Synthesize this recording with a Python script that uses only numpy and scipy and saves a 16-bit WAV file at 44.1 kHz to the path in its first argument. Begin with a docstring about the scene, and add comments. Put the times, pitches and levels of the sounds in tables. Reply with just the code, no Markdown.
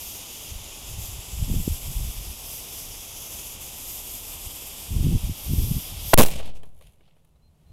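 """A gas can bursts on open ground, after a smoke flare has hissed beside it for six seconds.
Until then the flare's jet sizzles while gusts buffet the microphone. The can's wall tears with a boom
and a crack, the blast wave pins the microphone at its limits, and the fireball's roar dies away in the
trees. Debris lands among spurts and swishes of hiss that fade as the can tumbles away,
and a bird whistles faintly over a distant hum."""
import sys
import numpy as np
from scipy import signal
from scipy.fft import rfft, irfft, next_fast_len
from scipy.io import wavfile
from scipy.ndimage import map_coordinates

SR = 44100
rng = np.random.default_rng(int(sys.argv[2]) if len(sys.argv) > 2 else 0)


def pcm_store(signal):
    """Save signal as 16-bit PCM."""
    levels = np.round(np.clip(np.atleast_2d(signal), -1, 1) * 32767)
    wavfile.write(sys.argv[1], SR, levels.astype(np.int16).T)


N = 340452
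BURST_S, ROAR_S = 6.1335, 6.188  # cues: the can tears; the roar starts to decay


def amp(db):
    """Decibels to gain."""
    return 10 ** (np.asarray(db) / 20)


def unit(x):
    """Scale to rms 1."""
    return x / np.sqrt(np.mean(x ** 2) + 1e-20)


def clock():
    """The time of every sample, in seconds."""
    return np.arange(N) / SR


def eq_curve(points, hz):
    """Read (frequency, value) breakpoints on a log frequency axis."""
    freqs, values = np.transpose(points)
    return np.interp(np.log(hz + 1), np.log(freqs + 1), values)


def automation(rows, t):
    """One lane for each column after the time, read at the times t."""
    times, *lanes = np.transpose(rows)
    return [np.interp(t, times, lane) for lane in lanes]


def wobble(rate):
    """A smooth random modulator with rate knots a second."""
    return map_coordinates(rng.standard_normal(int(N * rate / SR) + 4), [clock() * rate])


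def filtered(x, response):
    """Filter x with a gain given as a function of frequency."""
    size = next_fast_len(N + SR)
    return irfft(rfft(x, size) * response(np.fft.rfftfreq(size, 1 / SR)), size)[:N]


def noise(eq):
    """White noise through an EQ, scaled to rms 1: the EQ sets only its colour."""
    return unit(filtered(rng.standard_normal(N), lambda hz: amp(eq_curve(eq, hz))))


def bell(x, centre, width):
    """A Gaussian hump of height 1."""
    return np.exp(-((x - centre) / width) ** 2)


def swell(start, hold, rise, fall):
    """An envelope: exponential rise to 1 at start, hold, exponential fall."""
    t = clock()
    return np.exp(-np.maximum(start - t, 0) / rise - np.maximum(t - start - hold, 0) / fall)


def decay(start, t60):
    """A gain of 1 until start that then loses 60 dB every t60."""
    return amp(-60 * np.maximum(clock() - start, 0) / t60)


# the jet's force, and its lower rush; each rides the EQ about its own mean: t/s, level/dB
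JET_FORCE = [(0.02, -40), (0.07, -38), (0.21, -46), (0.43, -44), (0.61, -47.5), (0.85, -48), (0.9, -42),
             (0.97, -48.5), (1.0, -40), (1.19, -46), (1.51, -43), (1.6, -40), (2.43, -42.5), (2.55, -36.5),
             (2.68, -44), (2.78, -39.5), (2.94, -44), (3.53, -40), (3.58, -50.5), (3.62, -40.5),
             (3.7, -43.5), (3.94, -38), (4.01, -41.5), (4.16, -39), (4.23, -42.5), (4.34, -42),
             (5.23, -45.5), (5.67, -37), (5.99, -45), (6.11, -34)]
JET_RUSH = [(0.02, -46.5), (0.05, -46), (3.24, -49), (5.4, -46.5), (6.11, -44)]
JET_EQ = [(100, -5), (220, -3.5), (550, -6.5), (850, -5.5), (1250, -12), (1650, -19), (2050, -12.5),
          (2600, -5), (3400, -2), (4200, -12), (4900, -5.5), (8000, -6), (14000, -10.5), (15800, -20)]  # base colour of the hiss: f/Hz, level/dB
JET_BELLS = [(9970, 610, 6.5), (11200, 320, -3)]  # a static peak and dip: f/Hz, width/Hz, gain/dB
JET_TILT = [(1000, 0), (3000, 0.09), (6500, 0.56), (10000, 0.62), (13000, 1.23)]  # more force is brighter: f/Hz, gain/dB per dB of force
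# three sweeping EQ bells: t/s, f/Hz, gain/dB
NOZZLE_SWEEP = [(0, 6590, 3.5), (.7, 6770, 5.5), (1.5, 7600, 4), (2.05, 7900, 2), (2.15, 5200, 1.5),
                (3.2, 6200, 4.5), (4, 7200, 2.5), (4.8, 7900, 3), (5.4, 7000, -1)]  # the nozzle's resonance climbs twice as it burns
NOTCH_SWEEP = [(.3, 8000, -1.5), (1.4, 8900, -7), (2.4, 8940, -3), (3.2, 9050, -6), (4.1, 8900, 1.5),
               (6.1, 8650, -2.5)]  # a gap in the hiss deepens and fills in
SIZZLE_SWEEP = [(0, 12600, 9.5), (1.3, 12400, 9), (3.2, 12300, 8), (4.2, 12570, 11), (6.1, 12600, 10.5)]  # the sizzling resonance on top
RUMBLE_EQ = [(10, -10.5), (25, 6), (70, 4.5), (120, -4.5), (170, -12.5), (260, -31.5), (500, -69.5)]  # low end of flare, background, wind and trees: f/Hz, level/dB


def flare(hiss_db=-38, sputter_db=0.7, waver_db=0.62, rumble_db=-48.5, rush_depth=.9):
    """Jet noise over a rumble: louder and brighter with force, its colour drifting as the nozzle burns."""
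    hz, t, spectrum = signal.stft(rng.standard_normal(N), SR, nperseg=512)
    hz, burning = hz[:, None], t < BURST_S
    force_db = automation(JET_FORCE, t)[0] + waver_db * np.interp(t, clock(), wobble(16))
    rush_db = automation(JET_RUSH, t)[0]
    eq_db = eq_curve(JET_EQ, hz) + sum(db * bell(hz, centre, width) for centre, width, db in JET_BELLS)
    for sweep, width_hz in ((NOZZLE_SWEEP, 900), (NOTCH_SWEEP, 430), (SIZZLE_SWEEP, 1020)):
        centre_hz, lift_db = automation(sweep, t)
        eq_db = eq_db + lift_db * bell(hz, centre_hz, width_hz)
    eq_db += eq_curve(JET_TILT, hz) * (force_db - force_db[burning].mean())
    eq_db += rush_depth * bell(hz, 4200, 1700) * (rush_db - rush_db[burning].mean())
    gain = amp(eq_db) / np.sqrt(np.mean(amp(eq_db[:, burning]) ** 2))
    jet = signal.istft(spectrum * gain, nperseg=512)[1][:N]
    hiss = jet * amp(hiss_db + sputter_db * wobble(45))
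    rumble = amp(rumble_db + 2 * wobble(8)) * noise(RUMBLE_EQ)
    return hiss + rumble


AIR_EQ = [(30, -6), (150, -0.5), (250, -12.5), (600, -15.5), (1000, -20.5), (1600, -30), (3000, -26.5),
          (5000, -32.5), (12000, -31.5), (15800, -40)]  # open-air bed: f/Hz, level/dB
AIR_FADER = [(6.3, -67), (7.3, -67), (7.5, -66), (7.72, -61.5)]  # the bed lifts at the end: t/s, level/dB


def background(hum_db=-72, hum_hz=156, rumble_db=-64):
    """A bed of open air, a wavering far hum and a low rumble."""
    pitch_hz = hum_hz * (1 + 0.02 * wobble(25))
    hum = np.sqrt(2) * np.sin(2 * np.pi * np.cumsum(pitch_hz) / SR)
    rumble = amp(rumble_db + 2.5 * wobble(12)) * noise(RUMBLE_EQ)
    air = amp(automation(AIR_FADER, clock())[0]) * noise(AIR_EQ)
    return air + amp(hum_db + 3.2 * wobble(18)) * hum + rumble


GUST_CUES = [(0.523, .1, -40, -19), (0.874, .32, -38.5, -26), (0.972, .04, -29, -28),
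             (1.305, .06, -34, -24), (1.392, .06, -26, -24), (1.506, 0.047, -23.5, -5.5),
             (1.568, 0.037, -19, -14), (1.667, 0.079, -27.5, -20), (1.838, .08, -29.5, -16),
             (1.967, 0.13, -28, -17), (2.175, .14, -35, -30), (3.182, .08, -46, -20),
             (4.334, 0.049, -47, -20), (4.453, 0.021, -37.5, -24), (4.955, 0.053, -19, -8.5),
             (5.044, .045, -20, -2.5), (5.126, 0.034, -18, -4), (5.235, .08, -26, -14.5),
             (5.507, .13, -23, -4.5), (5.67, .015, -24, -3), (5.71, .01, -24.5, -5),
             (5.764, 0.017, -23, -6), (5.913, 0.19, -34.5, -19), (6.869, 0.029, -50.5, -22),
             (7.46, 0.078, -53.5, -25), (7.68, .04, -49, -20)]  # buffets: t/s, hold/s, rumble level/dB, flutter re rumble/dB
FLUTTER_EQ = [(60, -10.5), (110, 5.5), (160, 4), (240, -5), (350, -15.5), (500, -26), (900, -60.5),
              (2000, -91.5)]  # the flapping above the rumble: f/Hz, level/dB
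EDDY_CUES = [(1.427, -14, .0035), (1.5, -20.5, 0.0016), (1.542, -20, 0.0014), (1.679, -10.5, 0.0014),
             (5.069, -9.5, 0.002), (5.296, -18, 0.0019), (5.536, -16.5, 0.0016), (5.716, -16, 0.0026),
             (5.768, -16.5, 0.0026)]  # sharp wind thumps: t/s, level/dB, half length/s


def wind(lump_db=2.5, rise_s=0.024, fall_s=0.011):
    """Gusts rumble on the microphone; strong ones also flutter, and single eddies thump."""
    gusts = [(amp(db) * swell(s, hold, rise_s, fall_s), rel_db) for s, hold, db, rel_db in GUST_CUES]
    rumble_env = np.max([env for env, _ in gusts], axis=0)
    flutter_env = np.max([env * amp(rel_db) for env, rel_db in gusts], axis=0)
    lumps = unit(amp(lump_db * wobble(50)))
    out = lumps * (rumble_env * noise(RUMBLE_EQ) + flutter_env * noise(FLUTTER_EQ))
    for s, db, half_s in EDDY_CUES:
        u = (clock() - s) / half_s
        out += amp(db) * 2 * u / (1 + u * u) * bell(u, 0, 1.2)  # the pressure dips, then swings up
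    return out


# the layers of the bang: f/Hz, level/dB
BOOM_EQ = [(100, -21), (400, -7.5), (650, -7), (900, 1.5), (1300, -11), (2500, -26.5), (8000, -53)]  # the can's wall tearing
ROAR_EQ = [(100, -4), (700, 3), (1500, -2.5), (2800, 4), (5000, -4), (8000, 1.5), (12000, 2), (14000, 0),
           (16000, 0.5)]  # the bright edge of crack and roar
SURGE_EQ = [(40, -10), (120, -0.5), (220, -1.5), (350, -8), (520, -2), (750, -6), (1200, -20.5),
            (3000, -48.5)]  # the fireball's body


def explosion(boom_db=9, crack_db=8, roar_db=0, roar_t60=0.17, surge_db=-2, surge_t60=0.15, lump_db=5):
    """The can tears with a boom and a crack; the fireball follows with a ragged roar and a low surge."""
    age = np.maximum(clock() - BURST_S, 0)
    boom_attack = np.minimum(age / 0.0023, 1)
    boom = amp(boom_db) * decay(BURST_S, t60=.12) * boom_attack * noise(BOOM_EQ)
    crack = amp(crack_db) * bell(age, 0.0078, 0.002) * noise(ROAR_EQ)
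    fireball_attack = np.minimum(age / 0.01, 1) ** 3
    roar = amp(roar_db + lump_db * wobble(300)) * decay(ROAR_S, roar_t60) * noise(ROAR_EQ)
    surge = amp(surge_db) * decay(ROAR_S + 0.014, surge_t60) * noise(SURGE_EQ)
    return boom + crack + fireball_attack * (roar + surge)


BLAST_SUCTION = [(6.1425, 0), (6.144, -16), (6.174, -10), (6.177, -1.3), (6.18, -3.5), (6.183, -.7),
                 (6.19, 0)]  # the pull behind the blast front: t/s, pressure/full scale


def blast_wave(overshoot=0.64, relax_s=0.066, offset=0.26):
    """Slow pressure: deep suction, then an overshoot that relaxes to a steady offset."""
    t = clock()
    age = np.maximum(t - ROAR_S, 0)
    rebound = (t > ROAR_S) * (offset + overshoot * np.exp(-age / relax_s))
    return automation(BLAST_SUCTION, t)[0] + rebound


TREE_TAILS = [(-43, 0.2, 0.67), (-44.5, 0.21, .46), (-45.5, .18, 0.3)]  # the wood's reverb, a row each for low, mid, high: level/dB, hold/s, t60/s
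# the colours of those three bands, also used for spurts and swishes: f/Hz, level/dB
LOW_EQ = [(80, -15.5), (160, 9.5), (330, -3.5), (600, 1), (900, -6.5), (1400, -16.5), (3000, -43.5)]
MID_EQ = [(700, -33.5), (1400, -16), (1900, -8), (2700, 0.5), (3500, -2), (4800, -9.5), (8000, -27.5)]
HIGH_EQ = [(3000, -21), (5500, 2.5), (8000, 1.5), (10200, -1), (12000, 0), (13500, -6.5), (15500, -21)]


def trees(build_s=.14, far_db=-53, far_t60=2.6, roll_db=-28, roll_t60=1.2):
    """Trunks and leaves scatter the bang, treble dying first; a low roll and farther woods linger."""
    bands = zip(TREE_TAILS, (LOW_EQ, MID_EQ, HIGH_EQ))
    near = sum(amp(db) * decay(ROAR_S + hold, t60) * noise(eq) for (db, hold, t60), eq in bands)
    far = amp(far_db) * decay(ROAR_S, far_t60) * noise(LOW_EQ)
    roll = amp(roll_db) * (clock() > ROAR_S) * decay(ROAR_S, roll_t60) * noise(RUMBLE_EQ)
    build = np.clip((clock() - ROAR_S) / build_s, 0, 1)  # the bang crosses the wood
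    return build * (near + far) + roll


DEBRIS_CUES = [(6.354, -38, -12, -17), (6.398, -23, -13, -16), (6.457, -32, -23, -11),
               (6.476, -37.5, -13, -21), (6.572, -44, -12, -18), (6.632, -35.5, -9, -9),
               (6.81, -39.5, -11, -10), (7.007, -51.5, -4.5, -22), (7.077, -52, -9, -26),
               (7.165, -52, -10, -20), (7.247, -50, -28, -5), (7.358, -58, -5, -26)]  # landings: t/s, level/dB, knock trim/dB, tick trim/dB
KNOCK_MODES = [(482, 7.5, 0.067), (649, 4, 0.074), (1072, -3, 0.066), (1770, -8, 0.046), (2730, -3, 0.038),
               (3480, -1, .04), (4490, -12, .03)]  # the ring of a mid-sized piece: f/Hz, level/dB, t60/s
GRIT_EQ = [(700, -8), (1700, -3), (3000, 3), (5000, -9), (8000, -5), (10500, 5), (13000, -3), (15500, -10)]  # dry grit: f/Hz, level/dB


def debris(knock_db=-6, tick_db=-1, tick_t60=0.021, attack_s=0.0011):
    """Each falling piece gives a short rough knock, pitched by its size, and a dry tick."""
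    out = np.zeros(N + SR)
    t = np.arange(SR // 4) / SR
    grit = noise(GRIT_EQ)
    attack = 1 - np.exp(-t / attack_s)
    for s, db, knock_trim, tick_trim in DEBRIS_CUES:
        start = round(s * SR)
        pitch = np.exp(rng.normal(0, 0.1))
        knock = 0
        for hz, mode_db, t60 in KNOCK_MODES:
            blur = np.cumsum(rng.normal(0, 0.13, len(t)))  # rough contact blurs the pitch
            envelope = amp(mode_db + rng.normal(0, 2.2) - 60 * t / t60)
            knock += envelope * np.sin(2 * np.pi * hz * pitch * t + blur)
        tick = amp(-60 * t / tick_t60) * np.roll(grit, -start)[:len(t)]
        hit = amp(knock_db + knock_trim) * knock + amp(tick_db + tick_trim) * tick
        out[start:start + len(t)] += amp(db) * hit * attack
    return out[:N]


SPURT_CUES = [(6.46, .012, -53), (6.552, .02, -57.5)]  # spurts of hiss: t/s, hold/s, level/dB


def spurts(rise_s=.006, fall_s=0.021):
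    """Short bright spurts of hiss after the bang."""
    envelope = sum(amp(db) * swell(s, hold, rise_s, fall_s) for s, hold, db in SPURT_CUES)
    return envelope * unit(noise(HIGH_EQ) + 1.1 * noise(MID_EQ) + 0.71 * noise(LOW_EQ))


SWISH_CUES = [(6.655, .02, -68, -70), (6.767, .03, -68, -76), (6.832, 0.043, -67, -65),
              (6.923, .025, -72, -79), (7.037, .07, -86, -71), (7.17, .02, -81, -83),
              (7.27, 0.023, -83, -87)]  # swishes of hiss: t/s, hold/s, crisp level/dB, dull level/dB
SWISH_EQ = [(4000, -25), (6800, -5), (8400, -9), (9600, 1), (11000, -2), (12800, -3), (15000, -17)]  # their crisp top: f/Hz, level/dB


def swishes(grain_db=4, rise_s=0.02, fall_s=0.029):
    """Brief, crisp, grainy swishes of hiss, fading as the can tumbles away."""
    crisp, dull = noise(SWISH_EQ), noise(MID_EQ)
    hiss = sum(swell(s, hold, rise_s, fall_s) * (amp(crisp_db) * crisp + amp(dull_db) * dull)
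               for s, hold, crisp_db, dull_db in SWISH_CUES)
    return hiss * unit(amp(grain_db * wobble(250)))


WHISTLE_CUES = [(7.426, .055, -75), (7.67, .05, -77)]  # a far bird's calls: t/s, hold/s, level/dB


def bird(held_hz=4133, slide_hz=400, slide_s=0.0079, lead_s=.013):
    """Thin whistles that slide up and hold."""
    t, out = clock(), np.zeros(N)
    for s, hold, db in WHISTLE_CUES:
        hz = held_hz - slide_hz * np.exp(-np.maximum(t - s + lead_s, 0) / slide_s)
        phase = 2 * np.pi * np.cumsum(hz * (1 + 0.0066 * wobble(200))) / SR
        out += amp(db) * swell(s, hold, rise=0.0049, fall=.009) * np.sqrt(2) * np.sin(phase)
    return out


def scene(flicker_db=2.0):
    """The mix, in dual mono; the flare cuts out under the burst, and the tail's level flickers."""
    flare_gate = clock() < BURST_S + .01
    mono = flare_gate * flare() + wind() + explosion() + blast_wave()
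    mono += (trees() + spurts()) * amp(flicker_db * wobble(130))
    mono += swishes() + debris() + bird() + background()
    return np.array([mono, mono])


def record(dry, ceiling=.43, top_hz=15850):
    """The microphone clips, its coupling bleeds off slow pressure, and the band ends steeply."""
    clipped = np.clip(dry[0], -ceiling, ceiling)
    coupling = signal.bilinear([1, 0, 0], [1, 13, 60], SR)  # high-pass near 1 Hz
    coupled = signal.lfilter(*coupling, clipped)
    out = filtered(coupled, lambda hz: 1 / (1 + (hz / top_hz) ** 200))
    return np.array([out, out])


dry = scene()
out = record(dry)
pcm_store(out)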